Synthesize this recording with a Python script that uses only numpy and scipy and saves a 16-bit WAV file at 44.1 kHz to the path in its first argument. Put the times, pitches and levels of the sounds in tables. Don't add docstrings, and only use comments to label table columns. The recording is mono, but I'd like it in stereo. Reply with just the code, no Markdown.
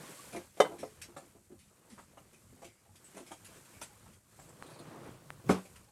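import sys
import numpy as np
from scipy import signal
from scipy.fft import rfft, irfft, next_fast_len
from scipy.io import wavfile
from scipy.ndimage import uniform_filter1d, map_coordinates

SR = 44100
rng = np.random.default_rng(int(sys.argv[2]) if len(sys.argv) > 2 else 0)


def file_out(sig):
    cols = np.atleast_2d(sig).T
    lim = np.clip(cols, -1, 1)
    pcm = np.round(lim * 32767).astype(np.int16)
    wavfile.write(sys.argv[1], SR, pcm)


def field_ratio(decibels):
    return 10 ** (np.asarray(decibels, dtype=float) / 20)


N = 260763


def unit(x):
    return x / np.sqrt(np.mean(x ** 2) + 1e-20)


def coloured(x, points, patchy_db=0):
    z = signal.stft(x, nperseg=512)[2]
    field = uniform_filter1d(rng.standard_normal(z.shape), size=5, axis=0)
    field = uniform_filter1d(field, size=7, axis=1)
    patchy = signal.istft(z * field_ratio(patchy_db * unit(field)), nperseg=512)[1][:len(x)]
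    m = next_fast_len(len(patchy) + 8192)
    f, db = np.transpose(points)
    log_f = np.log(np.fft.rfftfreq(m, 1 / SR) + 1)
    gain = field_ratio(np.interp(log_f, np.log(f + 1), db))
    return unit(irfft(rfft(patchy, m) * gain, m)[:len(patchy)])


def wobble(rate):
    return map_coordinates(rng.standard_normal(N // 100), [np.arange(N) * rate / SR])


def gritty(grit_db, rate):
    return rng.standard_normal(N) * field_ratio(grit_db * wobble(rate))


def ring(modes, tilt_db=0, scatter_db=0, blur=0):
    hz, db, t60 = np.transpose(modes)[..., None]
    t = np.arange(SR // 3) / SR
    level = db + tilt_db + scatter_db * rng.standard_normal(db.shape)
    walk = np.cumsum(rng.standard_normal((len(hz), len(t))), axis=1) / np.sqrt(SR)
    drift = blur * hz / 1000 * walk
    return np.sum(field_ratio(level - 60 * t / t60) * np.sin(2 * np.pi * hz * t + drift), axis=0)


def add(track, s, sound):
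    part = track[round(s * SR):][:len(sound)]
    part += sound[:len(part)]


def high_pass(x, hz):
    return signal.sosfilt(signal.butter(2, hz, "high", fs=SR, output="sos"), x)


# f/Hz, t60/s
ROOM_DECAY = [(150, 0.14), (1000, 0.14), (4000, 0.15), (12000, 0.084)]


def room(x):
    hz, t, z = signal.stft(rng.standard_normal(SR // 2), SR, nperseg=256)
    f, t60 = np.transpose(ROOM_DECAY)
    decay = field_ratio(-60 * t / np.interp(hz, f, t60)[:, None])
    tail = signal.istft(z * decay, SR, nperseg=256)[1]
    delayed = np.pad(x, (200, 0))
    return signal.fftconvolve(delayed, tail / np.linalg.norm(tail))[:N]


# t/s, low wooden noise level/dB (including the thud's tail
# at 5.55 s), microphone hiss level/dB
STEADY_LEVELS = [(0.0, -54.5, -58.5), (0.25, -59.5, -56.5), (0.39, -55.5, -62), (0.52, -74.5, -68),
                 (0.62, -55.5, -61), (0.86, -70.5, -67.5), (1.07, -60, -66), (1.5, -76.5, -71),
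                 (1.89, -67, -71.5), (2.53, -69, -68), (2.8, -75.5, -74.5), (3.0, -68, -68),
                 (3.13, -64, -66), (3.74, -64, -63.5), (4.11, -64, -67.5), (4.211, -75, -72.5),
                 (4.41, -65.5, -66), (4.66, -56.5, -67), (4.95, -50.5, -67), (5.1, -56.5, -68),
                 (5.25, -61.5, -69), (5.45, -62, -67), (5.55, -40, -61), (5.65, -64, -63),
                 (5.91, -71, -72.5)]
# f/Hz, relative level/dB
RUMBLE_SPECTRUM = [(12, -41), (20, -15), (102, 3), (171, -6), (188, -3), (226, -6.5), (260, -12.5),
                   (340, -42), (570, -120)]
# f/Hz, relative level/dB
WOODEN_SPECTRUM = [(76, -32), (130, -2), (254, -6), (371, -4), (430, -8), (485, -5), (744, -11.5),
                   (1150, -10.5), (2400, -28), (3120, -62), (5280, -120)]
# f/Hz, relative level/dB
RUSTLE_SPECTRUM = [(760, -32), (1300, -0.5), (1620, 2.5), (1720, 0.5), (2180, 0.5), (2870, -1), (6000, -7),
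                   (7800, -32.5), (13200, -120)]
# f/Hz, relative level/dB
HISS_SPECTRUM = [(2650, -31), (4500, -4.5), (4970, -8), (6910, 0.5), (8210, 2.5), (9760, -0.5),
                 (13900, -6.5), (14900, -21), (15700, -19.5)]


def background():
    s, *levels = np.transpose(STEADY_LEVELS)
    wooden_db, hiss_db = [np.interp(np.arange(N) / SR, s, level) for level in levels]
    rustle_db = -70.5 + 0.4 * (wooden_db - wooden_db.mean()) + 0.84 * (hiss_db - hiss_db.mean())
    sway = wobble(11)
    rumble = field_ratio(-67.5 + 4.5 * wobble(10)) * coloured(rng.standard_normal(N), RUMBLE_SPECTRUM)
    wooden = field_ratio(wooden_db + 1.1 * sway) * coloured(gritty(2, 160), WOODEN_SPECTRUM, patchy_db=1.4)
    rustle = field_ratio(rustle_db + 1.2 * sway) * coloured(gritty(0.73, 200), RUSTLE_SPECTRUM, patchy_db=1.5)
    hiss = field_ratio(hiss_db + 0.7 * sway) * coloured(gritty(1.4, 380), HISS_SPECTRUM)
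    return rumble + wooden + rustle + hiss


# t/s, level/dB
HUM_LEVEL = [(4.33, -88), (4.39, -66), (5.43, -60), (5.489, -47)]
# f/Hz, relative level/dB
HUM_SPECTRUM = [(60, -40.5), (100, -6), (125, 1.5), (155, -2), (260, -39.5)]


def runner_hum():
    s, db = np.transpose(HUM_LEVEL)
    level = np.interp(np.arange(N) / SR, s, db, left=-120, right=-120)
    return field_ratio(level) * coloured(rng.standard_normal(N), HUM_SPECTRUM)


# start t/s, end t/s, first f/Hz, last f/Hz, level/dB before roughening
CREAK_GLIDES = [(.1, .135, 880, 960, -61), (.165, .225, 1080, 1180, -55), (.24, .26, 1000, 980, -57),
                (1.9, 1.97, 275, 165, -56), (2.88, 2.92, 830, 850, -68), (3.89, 3.94, 840, 820, -62),
                (5.875, 5.91, 830, 830, -65)]


def creaks():
    out = np.zeros(N)
    for start, end, first_hz, last_hz, db in CREAK_GLIDES:
        u = np.linspace(0, 1, round((end - start) * SR))
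        hz = first_hz + (last_hz - first_hz) * u
        tone = np.sin(2 * np.pi * np.cumsum(hz) / SR)
        add(out, start, field_ratio(db) * np.sin(np.pi * u) * tone)
    return out * field_ratio(4 * wobble(150))


# f/Hz, relative level/dB
SNAP_SPECTRUM = [(880, -28), (1500, -5), (2480, -2), (3930, -6.5), (5350, -6.5), (7210, -4.5), (9820, -4.5),
                 (13500, -17), (14300, -30), (15000, -69.5)]
# t/s, relative level/dB, ringing f/Hz, relative ringing level/dB, t60/s
CRINKLE_EVENTS = [(0.322, -40.5, 2330, 10, 0.25), (0.36, -38.5, 2100, 9, 0.073),
                  (0.571, -46.5, 2330, 3, 0.08), (0.7826, -45.5, 2440, 0, 0.37),
                  (1.0146, -34.5, 2490, 1, 0.091), (1.032, -39.5, 5160, 14, 0.064),
                  (1.165, -43.5, 7400, 1, .15), (1.588, -55, 9050, -6, 0.32), (1.8974, -55, 8800, -8, 0.56),
                  (1.9814, -57, 2230, -1, 0.22), (2.1705, -58, 2290, 5.5, 0.15),
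                  (2.331, -52.5, 2460, 4, 0.14), (2.618, -51.5, 2250, 7, 0.52),
                  (2.6434, -47, 3180, 12, 0.091), (2.9537, -50, 2550, 0, 0.12),
                  (3.042, -48.5, 7900, 14, 0.19), (3.1454, -49, 8250, -7, 0.1),
                  (3.165, -44, 7200, -2, 0.18), (3.1986, -46.5, 3200, 25, 0.057),
                  (3.262, -51.5, 2320, 9, 0.54), (3.315, -40.5, 3110, 13, 0.091),
                  (3.445, -42.5, 2480, -18, 0.14), (3.5587, -49.5, 8360, -3, 0.084),
                  (3.649, -47, 7700, 0, 0.072), (3.734, -56, 2270, 19, 0.25),
                  (3.8137, -27.5, 5730, 14, .04), (3.823, -36, 7620, 2, 0.11),
                  (4.129, -54, 9150, 1.5, 0.17), (4.3914, -54, 7660, 17, 0.4),
                  (4.4894, -48, 7400, 11, 0.071), (4.63, -49, 4100, 18, 0.061), (4.66, -48, 3900, 22, .12),
                  (4.6994, -49, 4520, 2, 0.18), (4.735, -56, 4200, 17, 0.21),
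                  (4.788, -44.5, 4200, 16, 0.077), (5.4884, -34, 2210, -10, 0.073),
                  (5.5034, -32, 2400, 10, 0.14), (5.652, -47.5, 2250, 2, 0.09),
                  (5.7573, -46, 2650, 6, 0.076)]


def crinkles():
    out, t = np.zeros(N), np.arange(SR // 4) / SR
    draws = rng.random((60, 4))
    faint = [(a * N / SR, -62 + 9 * b, 1800 * 5 ** c, 9.5, 0.018 + 0.04 * d) for a, b, c, d in draws]
    snaps = np.pad(coloured(gritty(1.3, 500), SNAP_SPECTRUM, patchy_db=3.5), (0, len(t)))
    rise = 1 - np.exp(-t / 0.0038)
    for s, db, hz, ring_db, t60 in CRINKLE_EVENTS + faint:
        burst = snaps[round(s * SR):][:len(t)]
        ringing = 0
        for k in (1, 2.2):
            b, a = signal.iirpeak(min(k * hz, SR / 3), 12 * k, SR)
            ringing = ringing + signal.lfilter(b, a, burst) / k
        envelope = rise * field_ratio(-60 * t / t60)
        add(out, s, field_ratio(db - 6.5) * envelope * unit(burst + field_ratio(ring_db) * ringing))
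    return out


# t/s, relative level/dB, f/Hz, decay constant/s
FINGER_TICKS = [(4.625, -28.5, 1240, 0.00018), (5.3043, -26, 1500, 0.00015)]


def ticks():
    out, t = np.zeros(N), np.arange(300) / SR
    snap = 0.22 * np.sin(2 * np.pi * 9200 * t) * np.exp(-t / 0.0003)
    for s, db, hz, length in FINGER_TICKS:
        pulse = -2.7 * np.sin(2 * np.pi * hz * t) * t / length * np.exp(-t / length)
        add(out, s, field_ratio(db) * (pulse + snap))
    return out


# t/s, peak level/dB before the high-pass, loudest wood f/Hz,
# contact/s (4 ms is added in use)
BUMP_EVENTS = [(0.328, -39, 393, 0.01), (0.349, -29, 350, .003), (0.368, -30, 350, .003),
               (0.572, -44.5, 571, 0.0039), (0.649, -30, 950, .0045), (0.689, -39.5, 443, 0.0085),
               (0.712, -38, 560, 0.011), (0.733, -38.5, 424, 0.012), (0.787, -42, 345, 0.026),
               (0.83, -34.5, 530, 0.004), (1.086, -47, 342, 0.0048), (1.165, -36, 810, 0.0062),
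               (1.218, -51.5, 376, 0.015), (1.346, -52, 404, 0.014), (1.497, -45.5, 366, 0.0087),
               (1.515, -42.5, 353, .01), (1.98, -44, 1520, .002), (1.992, -43, 1120, 0.0021),
               (2.173, -44, 1000, 0.0037), (2.33, -54.5, 361, 0.0066), (2.524, -51, 314, 0.0046),
               (2.586, -54, 373, 0.011), (2.619, -43, 650, .01), (2.643, -46, 379, 0.014),
               (3.146, -46, 341, 0.008), (3.166, -37, 584, 0.01), (3.2, -43, 333, 0.0085),
               (3.269, -56, 370, 0.013), (3.309, -40, 710, 0.0068), (3.318, -34.5, 890, 0.00066),
               (3.559, -52, 371, 0.0028), (3.817, -35.5, 1310, 0.0012), (4.059, -52.5, 1390, 0.004),
               (4.391, -46.5, 886, 0.0052), (4.49, -56, 900, 0.0058), (4.798, -40.5, 397, 0.0055),
               (4.954, -48, 1130, .006), (5.064, -42, 350, 0.0029), (5.44, -48.5, 336, 0.0078),
               (5.648, -48.5, 596, 0.0067), (5.758, -52, 1490, 0.0046)]
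# f/Hz, relative level/dB, t60/s before each bump's extra damping
WOOD_MODES = [(183, -17.5, 0.099), (249, 0.5, 0.11), (282, -13.5, 0.04), (351.5, 2.5, 0.069),
              (416, 5, 0.022), (530, 1.5, 0.048), (586, -6.5, 0.15), (673, 7, 0.073), (795, 2.5, 0.069),
              (797.4, -2.5, 0.24), (934, -2, .07), (957, -1.5, 0.093), (1117, 7.5, 0.045),
              (1284, 7.5, 0.066), (1386, -0.5, 0.14), (1570, -0.5, 0.029), (1850, 6, .05)]


def bumps():
    out, t = np.zeros(N), np.arange(SR // 3) / SR
    wood_hz = np.array(WOOD_MODES)[:, :1]
    faint = [(a * N / SR, -63 + 8 * b, 300 * 4 ** c, 0.008) for a, b, c in rng.random((14, 3))]
    for s, db, hz, contact in BUMP_EVENTS + faint:
        contact = contact + 0.004
        push = rng.standard_normal(len(t)) * np.exp(-t / contact) * (1 - np.exp(-3 * t / contact))
        push[0] = field_ratio(22.5 - 1100 * contact)
        octaves = np.log2(wood_hz / hz)
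        tilt_db = 12 * octaves.clip(max=0) - 22 * octaves.clip(0)
        body = ring(WOOD_MODES, tilt_db, scatter_db=2.5, blur=15)
        fall_30db = 0.12 * np.sqrt(500 / hz)
        knock = signal.fftconvolve(push, body * field_ratio(-30 * t / fall_30db))[:len(t)]
        add(out, s, field_ratio(db) * knock / np.abs(knock).max())
    return out


def slam(blows, modes, crack_db, crack_t60, rise):
    out, t = np.zeros(N), np.arange(SR // 3) / SR
    spectrum = [(100, -24), (500, 10.5), (2000, -13), (8000, -19.5), (12000, -24), (13500, -60.5)]
    rattle = coloured(gritty(1.3, 330), spectrum)
    octaves = np.log2(np.array(modes)[:, :1] / 500).clip(0)
    for s, db, soft_db in blows:
        crack = field_ratio(crack_db - 3 * soft_db - 60 * t / crack_t60) * rattle[round(s * SR):][:len(t)]
        body = ring(modes, -soft_db * octaves, scatter_db=1.1, blur=2.5)
        add(out, s, field_ratio(db) * (1 - np.exp(-t / rise)) * (body + crack))
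    return out


# t/s, relative level/dB, softness/dB per octave
CABINET_BLOWS = [(5.4925, -13, 0), (5.499, -33, -7), (5.5065, -20.5, 2), (5.516, -31, -2.5),
                 (5.541, -34.5, 1), (5.556, -43, 5)]
# f/Hz, relative level/dB, t60/s
CABINET_MODES = [(91.5, -22.5, 0.22), (126, -17, 0.082), (185.9, -1.5, 0.2), (239.5, -3.5, 0.14),
                 (281, -13, 0.17), (393.2, -3, 0.13), (400, -31, 0.057), (500.5, -19.5, 0.076),
                 (668, -30, 0.13), (745, -4.5, 0.042), (1004, -12, 0.052), (1130, -7.5, 0.037),
                 (1278, -7, 0.039), (1417, -5, 0.025), (1777, -21.5, 0.086), (2100, -31.5, 0.052),
                 (2180, -8.5, 0.021)]


def cabinet_thud():
    return slam(CABINET_BLOWS, CABINET_MODES, crack_db=-17, crack_t60=0.11, rise=0.0029)


# t/s, relative level/dB, softness/dB per octave
BOUNCES = [(.6012, -12, -1), (.6065, -24, 6), (.6115, -24, 5.5), (.635, -31.5, 4), (.651, -32.5, 2),
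           (.831, -30, 5.5)]
# f/Hz, relative level/dB, t60/s
STOP_MODES = [(187, -38, 0.32), (300, -19.5, 0.13), (431, -9.5, 0.2), (528, 3, .045), (565, 0, .045),
              (735, -3, .075), (781, -11, .08), (885, -10, .06), (1037, -19.5, 0.14), (1080, -14.5, 0.063),
              (1252, -13.5, 0.046), (1246, -5, 0.018), (1230, -22.5, .05), (1630, -12.5, 0.04),
              (1930, -27, 0.12), (2046, -17, 0.1), (2250, -27.5, 0.096), (3047, -22, .15), (3601, -21, .08),
              (3752, -25, .07), (4520, -38.5, 0.037), (4912, -31.5, 0.09), (5410, -38.5, .05),
              (5740, -21, 0.059), (6500, -28, 0.065), (8200, -34.5, 0.16)]


def stop_bang():
    return slam(BOUNCES, STOP_MODES, crack_db=-10, crack_t60=0.089, rise=0.0016)


def scene():
    bang = high_pass(stop_bang(), 170.7)
    thud = high_pass(high_pass(cabinet_thud(), 75), 75)
    loud = bang + thud
    small = high_pass(bumps(), 192) + crinkles()
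    quiet = small + field_ratio(-6.5) * room(small) + creaks() + runner_hum() + background()
    copy = quiet + field_ratio(-21) * loud
    bright = copy + 1.5 * high_pass(copy, 1800)
    gate = np.clip(3 * wobble(14) - 0.6, 0, 1)
    side = field_ratio(-22) * np.roll(bright, 700) * gate
    middle = loud + field_ratio(-14) * room(loud) + ticks() + quiet
    return middle + np.array([side, -side])


def band_limit(x):
    return signal.sosfilt(signal.butter(12, 15850, fs=SR, output="sos"), x)


def record(dry):
    return band_limit(dry)


dry = scene()
out = record(dry)
file_out(out)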